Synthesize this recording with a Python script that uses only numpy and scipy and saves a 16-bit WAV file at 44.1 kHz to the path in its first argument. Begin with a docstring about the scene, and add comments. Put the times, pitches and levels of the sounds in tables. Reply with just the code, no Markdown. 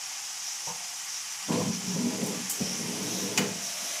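"""A wire basket drawer is pulled out of a kitchen cabinet in two goes. The basket shudders when tugged,
its rollers rumble on the rails and jolt over joints, the cabinet booms, and a catch ticks.
At the end stop, metal hits metal: the basket clacks and its wires ring.
A strong hiss that swells now and then into a faint whistle fills the kitchen throughout."""
import sys
import numpy as np
from scipy import signal
from scipy.fft import rfft, irfft
from scipy.io import wavfile
from scipy.ndimage import uniform_filter1d, map_coordinates

SR = 44100
rng = np.random.default_rng(int(sys.argv[2]) if len(sys.argv) > 2 else 0)


def generate_wav(sig):
    """Save sig (samples, or channels by samples) to the path in sys.argv[1] as 16-bit PCM at SR."""
    pcm = np.round(np.clip(np.atleast_2d(sig).T, -1, 1) * 32767).astype(np.int16)
    wavfile.write(sys.argv[1], SR, pcm)


N = 176400
T = np.arange(N) / SR  # time of each sample [s]


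def amp(db):
    """Turn decibels into a factor to multiply a sound by."""
    return 10 ** (np.asarray(db) / 20)


def unit(x):
    """Scale a signal to an average strength (rms) of 1."""
    return x / np.sqrt(np.mean(x ** 2))


def curve(rows, column=1):
    """Follow one column of a table over time, joining its points with straight lines."""
    rows = np.array(rows)
    return np.interp(T, rows[:, 0], rows[:, column])


def noise():
    """White noise: all pitches equally strong."""
    return rng.standard_normal(N)


def colour(x, tone):
    """Make some pitches louder and others softer, following (frequency [Hz], gain [dB]) points."""
    hz, db = np.array(tone).T
    freqs = np.maximum(np.arange(N + 1) * SR / (2 * N), 1)
    gain = amp(np.interp(np.log(freqs), np.log(hz), db))
    cepstrum = irfft(np.log(gain))
    # fold it so that the filter never sounds before its input does
    cepstrum[1:N] *= 2
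    cepstrum[N + 1:] = 0
    return irfft(rfft(x, 2 * N) * np.exp(rfft(cepstrum)))[:N]


def convolve(x, response):
    """Pass a sound through an object or room, given how that answers one tap."""
    return signal.fftconvolve(x, response)[:N]


def fade(t60, start=0):
    """Jump to 1 at the start, then die away by 60 dB in the fade time of t60 seconds."""
    return (T >= start) * np.exp(-np.log(1000) * np.maximum(T - start, 0) / t60)


def ring(modes):
    """A tapped object rings with several fading tones; the first 20 ms have strength 1."""
    tones = sum((-1) ** k * amp(db) * fade(t60) * np.sin(2 * np.pi * hz * T)
                for k, (hz, db, t60) in enumerate(modes))
    return tones / np.sqrt(np.mean(tones[:882] ** 2))


def push(time, length):
    """A smooth push that adds up to 1; a longer one sounds softer."""
    force = np.exp(-((T - time) / (length / 2)) ** 2)
    return force / force.sum()


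def wander(hz):
    """Smooth random motion, mostly slower than hz."""
    freqs = np.arange(N // 2 + 1) * SR / N
    return unit(irfft(rfft(noise()) / (1 + (freqs / hz) ** 2), N))


def flutter(slow_hz, fast_hz):
    """Quick random motion with no slow drift."""
    band = signal.butter(2, [slow_hz, fast_hz], "band", fs=SR, output="sos")
    return unit(signal.sosfilt(band, noise()))


def grains(per_s, spread_db=3.5):
    """Tiny random hits of uneven strength."""
    hits = rng.random(N) < per_s / SR
    return hits * np.sign(noise()) * amp(spread_db * noise())


def resonance(hz, width_hz):
    """Noise gathered around one pitch, which may move."""
    phase = 2 * np.pi * np.cumsum(hz * np.ones(N)) / SR
    return unit(wander(width_hz / 2) * np.cos(phase) + wander(width_hz / 2) * np.sin(phase))


def drift(x, share):
    """Let all pitches of a sound slide up and down together by about this share."""
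    position = np.cumsum(1 + share * wander(hz=5))
    return map_coordinates(x, [position], order=3, mode="mirror")


def echoes(x, t60, db):
    """Walls throw the sound back as many fading echoes."""
    tail = noise() * fade(t60, start=0.0024)
    return x + amp(db) * convolve(x, tail / np.linalg.norm(tail))


def hiss():
    """A faintly spitting hiss made of a hollow note, a broad rush, a sharp peak and airy treble."""
    # the hollow note (time [s], pitch [Hz], level [dB])
    hollow = [(0, 802.4, -53), (.58, 794.6, -57.5), (.9, 738, -54.5), (1.25, 856, -67), (1.4, 776, -56),
              (2.5, 800, -56), (3.5, 671.4, -51), (4, 648, -47)]
    # tone of the rush, the peak and the air (frequency [Hz], gain [dB])
    rush_tone = [(25, -18), (70, -24), (130, -10.5), (300, -14.5), (560, -14), (760, -2), (1050, 0.5),
                 (1500, -1.5), (2250, 2.5), (3000, 2.5), (4100, -2), (6000, -3), (9000, -22),
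                 (15000, -49.5)]
    peak_tone = [(2500, -30.5), (4200, -18), (4900, -6), (5850, -0.5), (7200, -5.5), (8200, -11.5),
                 (11000, -27.5)]
    air_tone = [(4000, -41), (7500, -2.5), (9700, 1), (11500, -1), (12700, -7.5), (15500, -19)]
    # how the rush and the air rise and fall (time [s], level [dB])
    rush_levels = [(0, -44.5), (.4, -46), (1.4, -45), (2.4, -43.5), (3.22, -42.5), (3.52, -45), (4, -41)]
    air_levels = [(0, -49.5), (2.1, -48), (2.68, -46.5), (3.2, -44), (3.53, -50.5), (3.65, -45), (4, -43)]
    rush_boost_db, peak_db, spit_db, flicker_db = 2, -38.5, -5.5, 0.6
    rush_db = curve(rush_levels) + rush_boost_db
    out = amp(curve(hollow, column=2)) * resonance(curve(hollow), width_hz=130)
    for tone, db in (rush_tone, rush_db), (peak_tone, peak_db), (air_tone, curve(air_levels)):
        spitting = noise() + amp(spit_db) * unit(grains(per_s=1500))
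        layer = unit(colour(spitting, tone))
        out = out + layer * amp(db + flicker_db * flutter(slow_hz=7, fast_hz=28))
    return out


def swells():
    """The hiss swells into a wavering whistle with thin, high singing tones."""
    # the swells (peak time [s], half length [s], whistle level [dB], singing level [dB])
    surges = [(0.495, 0.078, -38, -57), (.67, 0.047, -39, -60), (1.15, 0.056, -39.5, -58),
              (1.742, .04, -37, -72), (1.92, 0.068, -40.5, -58), (2.7, 0.14, -35.5, -68),
              (3.175, 0.14, -36.5, -50), (3.66, 0.058, -39.5, -53), (3.887, 0.14, -40.5, -52.5)]
    # the singing tones (pitch [Hz], relative level [dB])
    singing_tones = [(3850, 4.5), (6550, 7.5), (13830, -2)]
    whistle_hz = 5785 * (1 + .02 * wander(hz=10))
    whistle = resonance(whistle_hz, width_hz=870)
    singing = sum(amp(db) * resonance(hz, width_hz=650) for hz, db in singing_tones)
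    return sum(np.exp(-((T - t) / half) ** 2) * (amp(whistle_db) * whistle + amp(singing_db) * singing)
               for t, half, whistle_db, singing_db in surges)


def shudders():
    """The basket shudders when the hand tugs it: its wires rattle hollowly over the hum of the frame."""
    # the tugs (time [s], hold [s], pitch of the wires [Hz], level [dB])
    tugs = [(0.671, 0.043, 866, -40.5), (1.488, .135, 1009, -42.5)]
    # the frame's own notes (pitch [Hz], width [Hz], relative level [dB])
    frame_notes = [(154.5, 63, -7.5), (505, 70, -8)]
    out = 0
    for t, hold, wire_hz, db in tugs:
        shake = (T >= t) * (T < t + hold) + fade(t60=.15, start=t + hold)
        frame = sum(amp(note_db) * resonance(hz, width) for hz, width, note_db in frame_notes)
        out = out + amp(db) * shake * (resonance(wire_hz, width_hz=230) + frame)
    return out


def clacks():
    """Metal hits metal: a crack, then the wires clatter against each other and ring."""
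    # a light hit at the first tug, then a quick bounce at the end stop (time [s], level [dB])
    hits = [(0.676, -42), (3.3748, -24.5), (3.3766, -22), (3.381, -38)]
    # tone of the crack and the clatter (frequency [Hz], gain [dB])
    crack_tone = [(200, -9), (800, 1.5), (1500, -20), (2400, 7.5), (3100, -2), (3900, -10), (5000, -3.5),
                  (6900, 3), (8500, -6.5), (15000, -21)]
    clatter_tone = [(300, -17), (2800, -1.5), (5000, -17)]
    # the wires' own notes (pitch [Hz], relative level [dB], fade time [s])
    wire_notes = [(1018, -10, 0.2), (2400, -8, 0.1), (2570, -12, 0.14), (2960, 4, 0.14), (4750, 5, 0.13),
                  (7030, -2, 0.16)]
    clatter_db, ring_db = -11, -7.5
    crack = unit(colour(noise(), crack_tone))
    crack *= sum(amp(db) * fade(t60=0.052, start=t) for t, db in hits)
    clatter = unit(colour(grains(per_s=900), clatter_tone))
    clatter *= sum(amp(db + clatter_db) * fade(t60=0.19, start=t) for t, db in hits)
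    taps = sum(amp(db) * (np.arange(N) == int(t * SR)) for t, db in hits)
    return crack + clatter + amp(ring_db) * convolve(taps, ring(wire_notes))


def rolling(body):
    """Rollers run over tiny bumps in the rails and shake the cabinet: a low rumble, a brighter rattle."""
    # the two pulls (time [s], rumble level [dB], rattle level [dB])
    pulls = [(1.42, -67, -75), (1.475, -52, -67), (1.5, -23.5, -34), (1.6, -30.5, -29), (1.68, -27, -47.5),
             (1.8, -44, -53.5), (1.88, -37.5, -45.5), (1.96, -35, -38), (2.1, -36, -37), (2.25, -36.5, -37),
             (2.35, -35, -36.5), (2.44, -42, -65), (2.58, -64, -47), (2.66, -47, -52), (2.76, -40.5, -46),
             (2.86, -36, -40), (3.32, -40, -38.5), (3.45, -50, -35), (3.52, -42.5, -45), (3.62, -46, -55),
             (3.69, -69, -96), (3.85, -51, -55), (3.98, -79, -61)]
    # tone of the rumble and the rattle (frequency [Hz], gain [dB])
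    rumble_tone = [(25, -35), (60, -26), (90, -4), (120, 0), (185, 5), (240, 1), (320, -9.5), (500, -20.5),
                   (2000, -48)]
    rattle_tone = [(60, -17.5), (230, -19), (330, 2.5), (450, 0), (700, -4), (1050, -8.5), (1400, -2),
                   (3000, 14), (9000, -5)]
    trim_db = -1.5
    out = 0
    for tone, db in (rumble_tone, curve(pulls)), (rattle_tone, curve(pulls, column=2)):
        shaking = convolve(grains(per_s=900), body)
        sliding = drift(shaking, share=.025)  # the notes slide as the rollers' load shifts
        layer = colour(sliding, tone)
        strength = np.sqrt(uniform_filter1d(layer ** 2, size=3000) + 1e-18)
        out = out + layer / strength * amp(db + trim_db)  # even it out, then follow the pulls
    return out * (T > pulls[0][0])


def jolts(body):
    """Each jolt over a rail joint booms in the cabinet and sets the loose basket chattering."""
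    # the jolts (time [s], boom gain [dB], chatter level [dB], contact time [s], chatter cut-off [Hz])
    bumps = [(1.484, -35, -32, 0.002, 1150), (1.5, -15, -41, 0.0032, 1210),
             (1.52, -20.5, -30.5, 0.0024, 9200), (1.604, -28, -35, 0.0063, 1300),
             (2.22, -25.5, -29.5, 0.0019, 700), (2.603, -26.5, -25.5, 0.0015, 600),
             (3.228, -32.5, -41, 0.0012, 710), (3.378, -18.5, -28.5, 0.0027, 3930),
             (3.398, -26, -48, 0.00064, 2570)]
    # tone of the boom and the chatter (frequency [Hz], gain [dB])
    boom_tone = [(30, -15), (95, -24.5), (160, 0)]  # the cabinet gives off little deep bass
    chatter_tone = [(50, -23), (110, -5), (175, 4), (310, -3.5), (430, -4), (620, -4.5), (1030, -13.5),
                    (1300, -9.5), (2800, -10.5), (12000, -16.5)]
    chatter_fade_s, chatter_rise_s = 0.48, 0.0029
    force = sum(amp(db) * push(t, contact) for t, db, _, contact, _ in bumps)
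    out = colour(convolve(force, body), boom_tone)
    chatter = unit(colour(noise(), chatter_tone))
    for t, _, db, _, cutoff_hz in bumps:
        shake = amp(db) * (fade(chatter_fade_s, t) - fade(chatter_rise_s, t))
        muffle = signal.butter(3, cutoff_hz, fs=SR, output="sos")
        out = out + signal.sosfilt(muffle, shake * chatter)
    return out


def drone():
    """The rollers hum briefly at a pitch that follows their speed."""
    # the hum rises as the first pull gathers speed (time [s], pitch [Hz], level [dB])
    hum = [(1.87, 185, -51), (1.91, 186.4, -26), (1.96, 176, -30), (2.01, 226, -32), (2.07, 240.3, -29.5),
           (2.15, 238, -48)]
    jitter_share, waver_db = 0.04, 3.5
    hz = curve(hum) * (1 + jitter_share * wander(hz=25))
    db = curve(hum, column=2) + waver_db * wander(hz=22)
    humming = (T > hum[0][0]) * (T < hum[-1][0])
    return amp(db) * np.sin(2 * np.pi * np.cumsum(hz) / SR) * humming


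def ticks():
    """The small steel parts of the rail's catch snap with a bright, dense ring."""
    # the snaps (time [s], level [dB])
    snaps = [(2.235, -39.5), (2.262, -39.5), (2.4967, -26), (2.511, -48)]
    # tone of the steel (frequency [Hz], gain [dB])
    steel_tone = [(1000, -26), (3200, -21), (5500, -7), (7300, 3), (9000, -3), (11500, -3), (15000, -11)]
    loudness = sum(amp(db) * fade(t60=0.21, start=t) for t, db in snaps)
    return unit(colour(noise(), steel_tone)) * loudness


def scene():
    """The drawer in a small kitchen, over a hiss echoing off nearby walls; both channels are alike."""
    # the notes of drawer and cabinet (pitch [Hz], relative level [dB], fade time [s])
    body_notes = [(113.8, -9, 0.43), (136.5, -9, 0.16), (172, 0, 0.13), (195.8, 0, 0.21), (234.7, -1, 0.21),
                  (286.6, 2, 0.081), (320, -2, 0.071), (413.6, -4.5, 0.098), (483, -5.5, 0.11),
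                  (540, -2, 0.035), (655, -7.5, 0.12), (857, -5, 0.058), (1008, -4, 0.093)]
    body = ring(body_notes)
    drawer = shudders() + drone() + rolling(body) + jolts(body) + clacks() + ticks()
    wall_db = -8
    hissing = echoes(hiss() + swells(), t60=0.12, db=wall_db)
    hissing /= np.hypot(1, amp(wall_db))  # the echoes add no loudness
    mix = echoes(drawer, t60=0.74, db=-10) + hissing
    return np.array([mix, mix])


def record(dry):
    """Thin out the deep bass and cut off the highest treble."""
    low_cut_hz, top_hz = 65, 15520
    bass_cut = signal.butter(2, low_cut_hz, "high", fs=SR, output="sos")
    treble_cut = signal.ellip(12, .1, 90, top_hz, fs=SR, output="sos")
    return signal.sosfilt(treble_cut, signal.sosfilt(bass_cut, dry))


dry = scene()
out = record(dry)
generate_wav(out)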